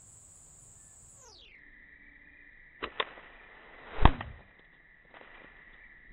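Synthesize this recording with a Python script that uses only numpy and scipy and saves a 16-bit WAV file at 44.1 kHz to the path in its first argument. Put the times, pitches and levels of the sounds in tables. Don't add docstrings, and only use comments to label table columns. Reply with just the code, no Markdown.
import sys
import numpy as np
from scipy import signal
from scipy.fft import rfft, irfft
from scipy.io import wavfile
from scipy.ndimage import uniform_filter1d, minimum_filter1d, map_coordinates

SR = 44100
rng = np.random.default_rng(int(sys.argv[2]) if len(sys.argv) > 2 else 0)


def put_to_file(sound):
    columns = np.atleast_2d(sound).T
    safe = np.clip(columns, -1, 1)
    whole_steps = np.round(safe * 32767)
    wavfile.write(sys.argv[1], SR, whole_steps.astype(np.int16))


N = 269892
TIME_S = np.arange(N) / SR
LAUNCH_S, HIT_S, PASS_S = 3.0, 4.0537, .05 + 4.0204
SLOW_FROM_S, SLOW_UNTIL_S, SLOW_SPEED, STEPS_PER_S = 1.15, 1.63, .25, 30
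SLOWED_TOP_HZ, RECORDER_TOP_HZ = 3920, 15750


def from_db(db):
    return 10 ** (np.asarray(db) / 20)


def rms_one(x):
    return x / np.sqrt(np.mean(x ** 2) + 1e-20)


def fade(exponent):
    return np.exp(-np.minimum(exponent, 20))


def coloured(x, spectrum):
    hz = np.maximum(np.arange(N // 2 + 1) * SR / N, 1)
    points_hz, db = np.transpose(spectrum)
    skirts = np.minimum(hz / points_hz[0], 1) ** 2 * np.minimum(points_hz[-1] / hz, 1) ** 4
    shape = from_db(np.interp(np.log(hz), np.log(points_hz), db))
    return rms_one(irfft(rfft(x) * skirts * shape, N))


def noise(spectrum):
    return coloured(rng.standard_normal(N), spectrum)


def drift(rate_hz):
    hz = np.arange(N // 2 + 1) * SR / N
    return rms_one(irfft(rfft(rng.standard_normal(N)) * np.exp(-(hz / rate_hz) ** 2), N))


def wavering(hz, width_hz):
    phase = 2 * np.pi * np.cumsum(hz * np.ones(N)) / SR
    return drift(width_hz) * np.cos(phase) + drift(width_hz) * np.sin(phase)


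def low_pass(x, top_hz):
    return signal.sosfiltfilt(signal.ellip(8, .1, 45, top_hz, fs=SR, output="sos"), x)


def bursts(blows):
    power = 0
    for peak_s, db, rise_s, decay_s in blows:
        from_peak = np.maximum((peak_s - TIME_S) / rise_s, (TIME_S - peak_s) / decay_s)
        power += (from_db(db) * fade(from_peak)) ** 2
    return np.sqrt(power)


def taps(rows, rise_share):
    return bursts([(s, db, rise_share * decay_s, decay_s) for s, db, decay_s in rows])


def struck(blows, modes, grit):
    def body(force):
        ring = 0
        for k, (hz, width_hz, db) in enumerate(modes):
            radius = np.exp(-np.pi * width_hz / SR)
            poles = [1, -2 * radius * np.cos(2 * np.pi * hz / SR), radius ** 2]
            ring += (-1) ** k * from_db(db) * signal.lfilter([1 - radius, 0, radius - 1], poles, force)
        return ring
    clicks, white = np.zeros(N), rng.standard_normal(N)
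    for s, db, rise_s, decay_s in blows:
        clicks[round(s * SR)] += from_db(db) * np.sqrt((rise_s + decay_s) * SR / 2)
    contact = np.sqrt(1 - grit ** 2) * clicks + grit * white * bursts(blows)
    return body(contact) / np.std(body(white))


def playback_speed():
    step_s = np.round(TIME_S * STEPS_PER_S) / STEPS_PER_S
    along = np.clip((step_s - SLOW_FROM_S) / (SLOW_UNTIL_S - SLOW_FROM_S), 0, 1)
    return SLOW_SPEED ** (3 * along ** 2 - 2 * along ** 3)


# freq_hz, density_db
STEP_TICK_SPECTRUM = [(1000, -8), (3000, -3), (5500, -2), (8000, -14), (12000, -26)]
def step_ticks(speed, from_s=1.35, lag_s=.0047):
    steps = np.arange(int(from_s * STEPS_PER_S), int(SLOW_UNTIL_S * STEPS_PER_S))
    ticks = [(s, -62, .0003, .0005) for s in (steps + .5) / STEPS_PER_S + lag_s]
    return speed * bursts(ticks) * noise(STEP_TICK_SPECTRUM)


# peak_s, level_db, rise_s, decay_s
GUST = [(6.11, -55.5, 0.033, 0.073)]
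def breeze(level_db=-70):
    rumble = noise([(28, 2.0), (60, -4), (130, -22), (260, -13.5), (400, -23.5)])
    return (from_db(level_db) + bursts(GUST)) * rumble


def cricket(chirps, pitch_hz, width_hz, half_s, stroke_hz):
    swell = sum(from_db(db) * fade(((TIME_S - s) / half_s) ** 2) for s, db in chirps)
    strokes = np.sin(np.pi * stroke_hz * TIME_S) ** 2
    return swell * strokes * wavering(pitch_hz, width_hz) * np.sqrt(2)


# freq_hz, density_db
AIR_SPECTRUM = [(25, -5.5), (60, 2), (120, 3.5), (190, -8), (300, -16), (600, -14), (1000, -16.5),
                (1600, -21), (2500, -26), (5500, -28.5), (11000, -36), (15500, -29)]
CHORUS_SPECTRUM = [(5900, -31.5), (6450, -21.5), (6750, -9), (7050, -2), (7300, -5.5), (7750, 0.5),
                   (8150, -4.5), (8550, -10.5), (8900, -24.5), (9600, -20.5), (10500, -48)]
# middle_s, level_db
UNEVEN_CHIRPS = [(.05, -69), (.23, -69), (.43, -66.5), (.63, -65), (.82, -63), (1.04, -64.5), (1.3, -69),
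                 (2.059, -63), (2.7, -69), (5.8, -66)]
def meadow(speed, air_db=-62, chorus_db=-56.5, chirp_db=-65, chirp_every_s=.248):
    real_s = np.cumsum(speed) / SR
    chorus = from_db(chorus_db) * noise(CHORUS_SPECTRUM)
    even = [(s, chirp_db) for s in np.arange(.125, real_s[-1], chirp_every_s)]
    uneven = [(np.interp(s, TIME_S, real_s), db) for s, db in UNEVEN_CHIRPS]
    high = cricket(even, pitch_hz=9560, width_hz=240, half_s=.038, stroke_hz=105)
    low = cricket(uneven, pitch_hz=9200, width_hz=180, half_s=.035, stroke_hz=126)
    air = from_db(air_db) * noise(AIR_SPECTRUM)
    ambience = low_pass(air + chorus + high + low, RECORDER_TOP_HZ)
    return map_coordinates(ambience, [real_s * SR], order=5)


def bird(notes, partials_db, speed, blur_hz, blur, squareness):
    haze = [(drift(blur_hz), drift(blur_hz)) for _ in partials_db]
    song = 0
    for middle_s, half_s, hz, db, glide, overtones_db in notes:
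        along = (TIME_S - middle_s) / half_s
        phase = 2 * np.pi * np.cumsum(hz * (1 + glide * np.tanh(along)) * speed) / SR
        swell = from_db(db) * fade(abs(along) ** squareness)
        for k, (partial_db, (sin_haze, cos_haze)) in enumerate(zip(partials_db, haze), 1):
            partial = (1 + blur * sin_haze) * np.sin(k * phase) + blur * cos_haze * np.cos(k * phase)
            song += swell * from_db(partial_db + overtones_db * (k > 1)) * partial
    return song


# middle_s, half_length_s, pitch_hz (real time), level_db, glide_share, overtones_db
HOARSE_CALL = [(1.272, 0.0707, 585.6, -59, 0.037, 1.5)]
CLEAR_NOTES = [(.86, .1, 1755, -73.5, -0.017, -29), (1.44, .06, 1133, -71, .005, -3),
               (1.82, .22, 1154, -70, .002, -4.5), (2.25, 0.26, 1155, -68.5, 0.00052, 0.5)]
def far_birds(speed):
    hoarse_db, clear_db = [0, -3.5, -10.5, -18, -21, -19, -28, -27], [0, -12, -15.5]
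    call = bird(HOARSE_CALL, hoarse_db, speed, blur_hz=45, blur=.48, squareness=1.3)
    return call + bird(CLEAR_NOTES, clear_db, speed, blur_hz=6, blur=.29, squareness=5)


# peak_s, level_db, rise_s, decay_s
TWIG_ECHOES = [(2.81, -51.5, 0.0071, 0.15), (3.0, -46.5, 0.061, 0.27), (3.6, -60, 0.17, 0.18),
               (5.146, -46.5, 0.0034, 0.063), (5.31, -54.5, 0.15, 0.29), (5.74, -65.5, 0.058, 0.06)]
# peak_s, level_db, decay_s
TRUNK_ECHOES = [(3.115, -50.5, .008), (3.178, -43.5, 0.006), (5.142, -44, .0048), (5.2128, -36, .0018),
                (5.218, -51.5, .0044), (5.378, -46.5, 0.0059), (5.409, -51, .002), (5.419, -48.5, .002),
                (5.445, -45, .003)]
# freq_hz, density_db
TWIG_SPECTRUM = [(100, -12.5), (250, -3.5), (450, -0.5), (800, -1), (1200, -1), (2000, -3), (3000, -8),
                 (4000, -17)]
TRUNK_SPECTRUM = [(100, -9), (230, 0.5), (560, 8.5), (1050, -6), (1450, -12), (2000, -12.5), (3000, -23),
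                  (4000, -19)]
def tree_line():
    scatter = rng.standard_normal(N) * from_db(2.6 * drift(300) + drift(25))
    twigs = bursts(TWIG_ECHOES) * coloured(scatter, TWIG_SPECTRUM)
    return twigs + taps(TRUNK_ECHOES, rise_share=.12) * noise(TRUNK_SPECTRUM)


# peak_s, level_db, decay_s, crackle_share
TICKS = [(2.533, -60, 0.001, 0.5), (4.393, -45.5, 0.005, 0), (4.408, -46.5, 0.0062, .05),
         (4.49, -59.5, 0.014, .05), (4.594, -49, 0.007, 0.32), (4.65, -60.5, 0.0091, .7),
         (4.735, -57, 0.03, 0.52), (4.801, -56.5, 0.0059, 0.04), (5.051, -54, 0.0085, 0),
         (5.108, -53, 0.012, 0), (5.735, -56.5, 0.016, 0.56)]
# freq_hz, density_db
THUD_SPECTRUM = [(150, 7), (400, 6.5), (1000, -2.5), (2500, -31.5), (4000, -8)]
CRACKLE_SPECTRUM = [(1200, -3), (2500, -9.5), (3400, 2), (4000, -1.5)]
def patter(rise_share=.28):
    dull = [(s, db + 20 * np.log10(max(1 - share, .01)), decay_s) for s, db, decay_s, share in TICKS]
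    bright = [(s, db + 20 * np.log10(max(share, .01)), decay_s) for s, db, decay_s, share in TICKS]
    thuds = taps(dull, rise_share) * noise(THUD_SPECTRUM)
    return thuds + taps(bright, rise_share) * noise(CRACKLE_SPECTRUM)


def wake(level_db=-40.5, start_hz=172.5, end_hz=51.3, sink_s=.2, hold_s=.24, release_s=.073):
    age_s = np.maximum(TIME_S - HIT_S, 0)
    pitch_hz = end_hz + (start_hz - end_hz) * np.exp(-age_s / sink_s)
    envelope = (age_s > 0) * np.exp(-np.maximum(age_s - hold_s, 0) / release_s)
    return from_db(level_db) * envelope * wavering(pitch_hz, width_hz=55)


def bright_edge(slaps, cracks, slap_gain_db=-52, crack_gain_db=-50.5):
    edge = from_db(slap_gain_db) * bursts(slaps) + from_db(crack_gain_db) * bursts(cracks)
    return edge * noise([(3900, -11.5), (4500, 4), (6000, -6), (9000, -16), (11000, -22)])


# peak_s, level_db, rise_s, decay_s
BAND_WHIP = [(2.830, -36, 0.0022, 0.005), (2.842, -25, 0.0053, 0.0048), (2.853, -44.5, 0.0047, 0.018)]
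BAND_FLUTTER = [(2.830, -37.5, 0.0026, 0.0047), (2.848, -40.5, 0.0067, 0.024), (2.877, -35, 0.0076, 0.0012)]
FORK_SLAPS = [(2.9996, -13.5, 0.00039, 0.0011), (3.0015, -17, .0003, 0.0011),
              (3.0043, -17.5, 0.00045, 0.0011), (3.011, -37, 0.0027, 0.01)]
POUCH_REBOUND = [(3.0262, -25, .0004, .0022)]
# freq_hz, density_db
WHIP_SPECTRUM = [(88, -43), (150, -27), (298, 1), (569, -7.5), (802, -21.5), (1110, 0.5), (1640, -16.5),
                 (2040, -4.5), (2310, -14.5), (2840, -6.5), (3350, -18.5), (3840, -15.5), (4000, -20),
                 (5200, -36.5), (8800, -120)]
REBOUND_SPECTRUM = [(200, -13.5), (500, 2.5), (900, -11), (1400, 2.5), (2700, 0), (3400, -19), (4000, -24)]
# pitch_hz, width_hz, level_db
FORK_MODES = [(447, 48, 4), (593, 47, -0.5), (1030, 130, 6), (1320, 160, 1), (1804, 310, -1),
              (2080, 170, -1.5), (2450, 320, -6.5), (2800, 190, -3.5), (3406, 205, -1.5), (3870, 160, -15)]
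def slingshot():
    flutter = bursts(BAND_FLUTTER) * noise([(50, 5.5), (150, -25.5), (290, -1), (500, 1), (700, -19)])
    whip = bursts(BAND_WHIP) * noise(WHIP_SPECTRUM)
    slap = struck(FORK_SLAPS, FORK_MODES, grit=.86)
    rebound = bursts(POUCH_REBOUND) * noise(REBOUND_SPECTRUM)
    return whip + flutter + slap + rebound


# freq_hz, density_db
RUSH_SPECTRUM = [(60, -13.5), (200, -6.5), (400, 3), (750, 1.5), (1200, -1), (2000, -4.5), (3000, -11),
                 (4000, -13.5)]
BUFFET_SPECTRUM = [(25, 0), (50, -2.5), (100, -14), (200, -28.5)]
def ball(rush_db=-33, hum_db=-36, buffet_db=-34.5, hum_hz=344.2, mach=.26, half_speed_s=.98):
    along = (TIME_S - PASS_S) / .05
    distance = np.hypot(1, along)
    receding = along / distance
    decades = np.log10(distance)
    speed = 1 / (1 + np.maximum(TIME_S - HIT_S, 0) / half_speed_s)
    dip_db = -13.5 * fade(((TIME_S - 4.044) / .009) ** 2)
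    turbulence = from_db(1.3 * drift(50))
    rush = from_db(rush_db - 27 * decades + dip_db) * speed * turbulence * noise(RUSH_SPECTRUM)
    heard_hz = hum_hz * speed / (1 + mach * receding)
    hum = from_db(hum_db - 35.5 * decades + 2.5 * receding) * wavering(heard_hz, width_hz=22)
    buffet = from_db(buffet_db - 44 * decades) * noise(BUFFET_SPECTRUM)
    return (TIME_S > LAUNCH_S) * (rush + hum + buffet)


# peak_s, level_db, rise_s, decay_s
BOW_WAVE = [(3.997, -26, 0.015, .012)]
SUCTION = [(4.028, -12.5, 0.0076, 0.0053), (4.048, -20.5, .014, 0.006), (4.089, -14, 0.0022, 0.002)]
TARGET_CRACKS = [(4.0539, -3, .0002, 0.0017), (4.0550, -6.5, .0003, 0.0014), (4.0605, -21.5, .001, .003),
                 (4.0745, -20, 0.0012, 0.0026)]
KNOCKS = [(4.208, -25, 0.00023, 0.0027), (4.2102, -24.5, 0.00043, 0.0042), (4.226, -37, 0.00196, 0.0049)]
# pitch_hz, width_hz, level_db
TARGET_MODES = [(280, 110, -6), (455, 190, -7.5), (685.5, 220, 3), (938, 138, 3.5), (1030, 160, 0.5),
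                (1787, 620, -7), (2316, 360, -9.5), (3230, 460, -13), (3840, 360, -18.5)]
# freq_hz, density_db
KNOCK_SPECTRUM = [(120, -34), (200, 2), (457, -15), (727, 5), (1050, -2.5), (1330, 3.5), (1580, -8),
                  (1910, 3.5), (2330, -12.5), (3110, -1), (3310, -22), (3480, -40), (4000, -33),
                  (5200, -53), (8800, -120)]
def target(push_gain_db=2, front_s=.0003, decay_s=.0066, leak_hz=11):
    age_s = np.maximum(TIME_S - HIT_S, 0)
    push = from_db(push_gain_db) * (1 - np.exp(-age_s / front_s)) * fade(age_s / decay_s)
    push = signal.sosfilt(signal.butter(2, leak_hz, "high", fs=SR, output="sos"), push)
    pressure = bursts(BOW_WAVE) - bursts(SUCTION) + push
    crack = struck(TARGET_CRACKS, TARGET_MODES, grit=.5)
    return pressure + crack + bursts(KNOCKS) * noise(KNOCK_SPECTRUM)


def scene():
    speed = playback_speed()
    birds = far_birds(speed)
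    hit = target()
    shot = low_pass(slingshot() + ball() + hit + wake() + patter() + tree_line(), SLOWED_TOP_HZ)
    background = meadow(speed) + breeze() + birds
    return (background + shot + bright_edge(FORK_SLAPS, TARGET_CRACKS) + step_ticks(speed))[None]


def gain_control(x, threshold_db, max_cut_db, hold_s, release_db_per_s):
    over_db = np.clip(20 * np.log10(abs(x) + 1e-9) - threshold_db, 0, max_cut_db)
    hold = int(hold_s * SR) | 1
    held_db = -minimum_filter1d(-over_db, hold, origin=hold // 2, mode="constant")
    release_db = release_db_per_s * TIME_S
    cut_db = np.maximum.accumulate(held_db + release_db) - release_db
    gain_db = uniform_filter1d(minimum_filter1d(-cut_db, size=512), size=512)
    return x * from_db(gain_db)


def record(dry):
    ducked = gain_control(dry[0], threshold_db=-5.5, max_cut_db=4, hold_s=1, release_db_per_s=14)
    return low_pass(ducked, RECORDER_TOP_HZ)[None]


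dry = scene()
out = record(dry)
put_to_file(out)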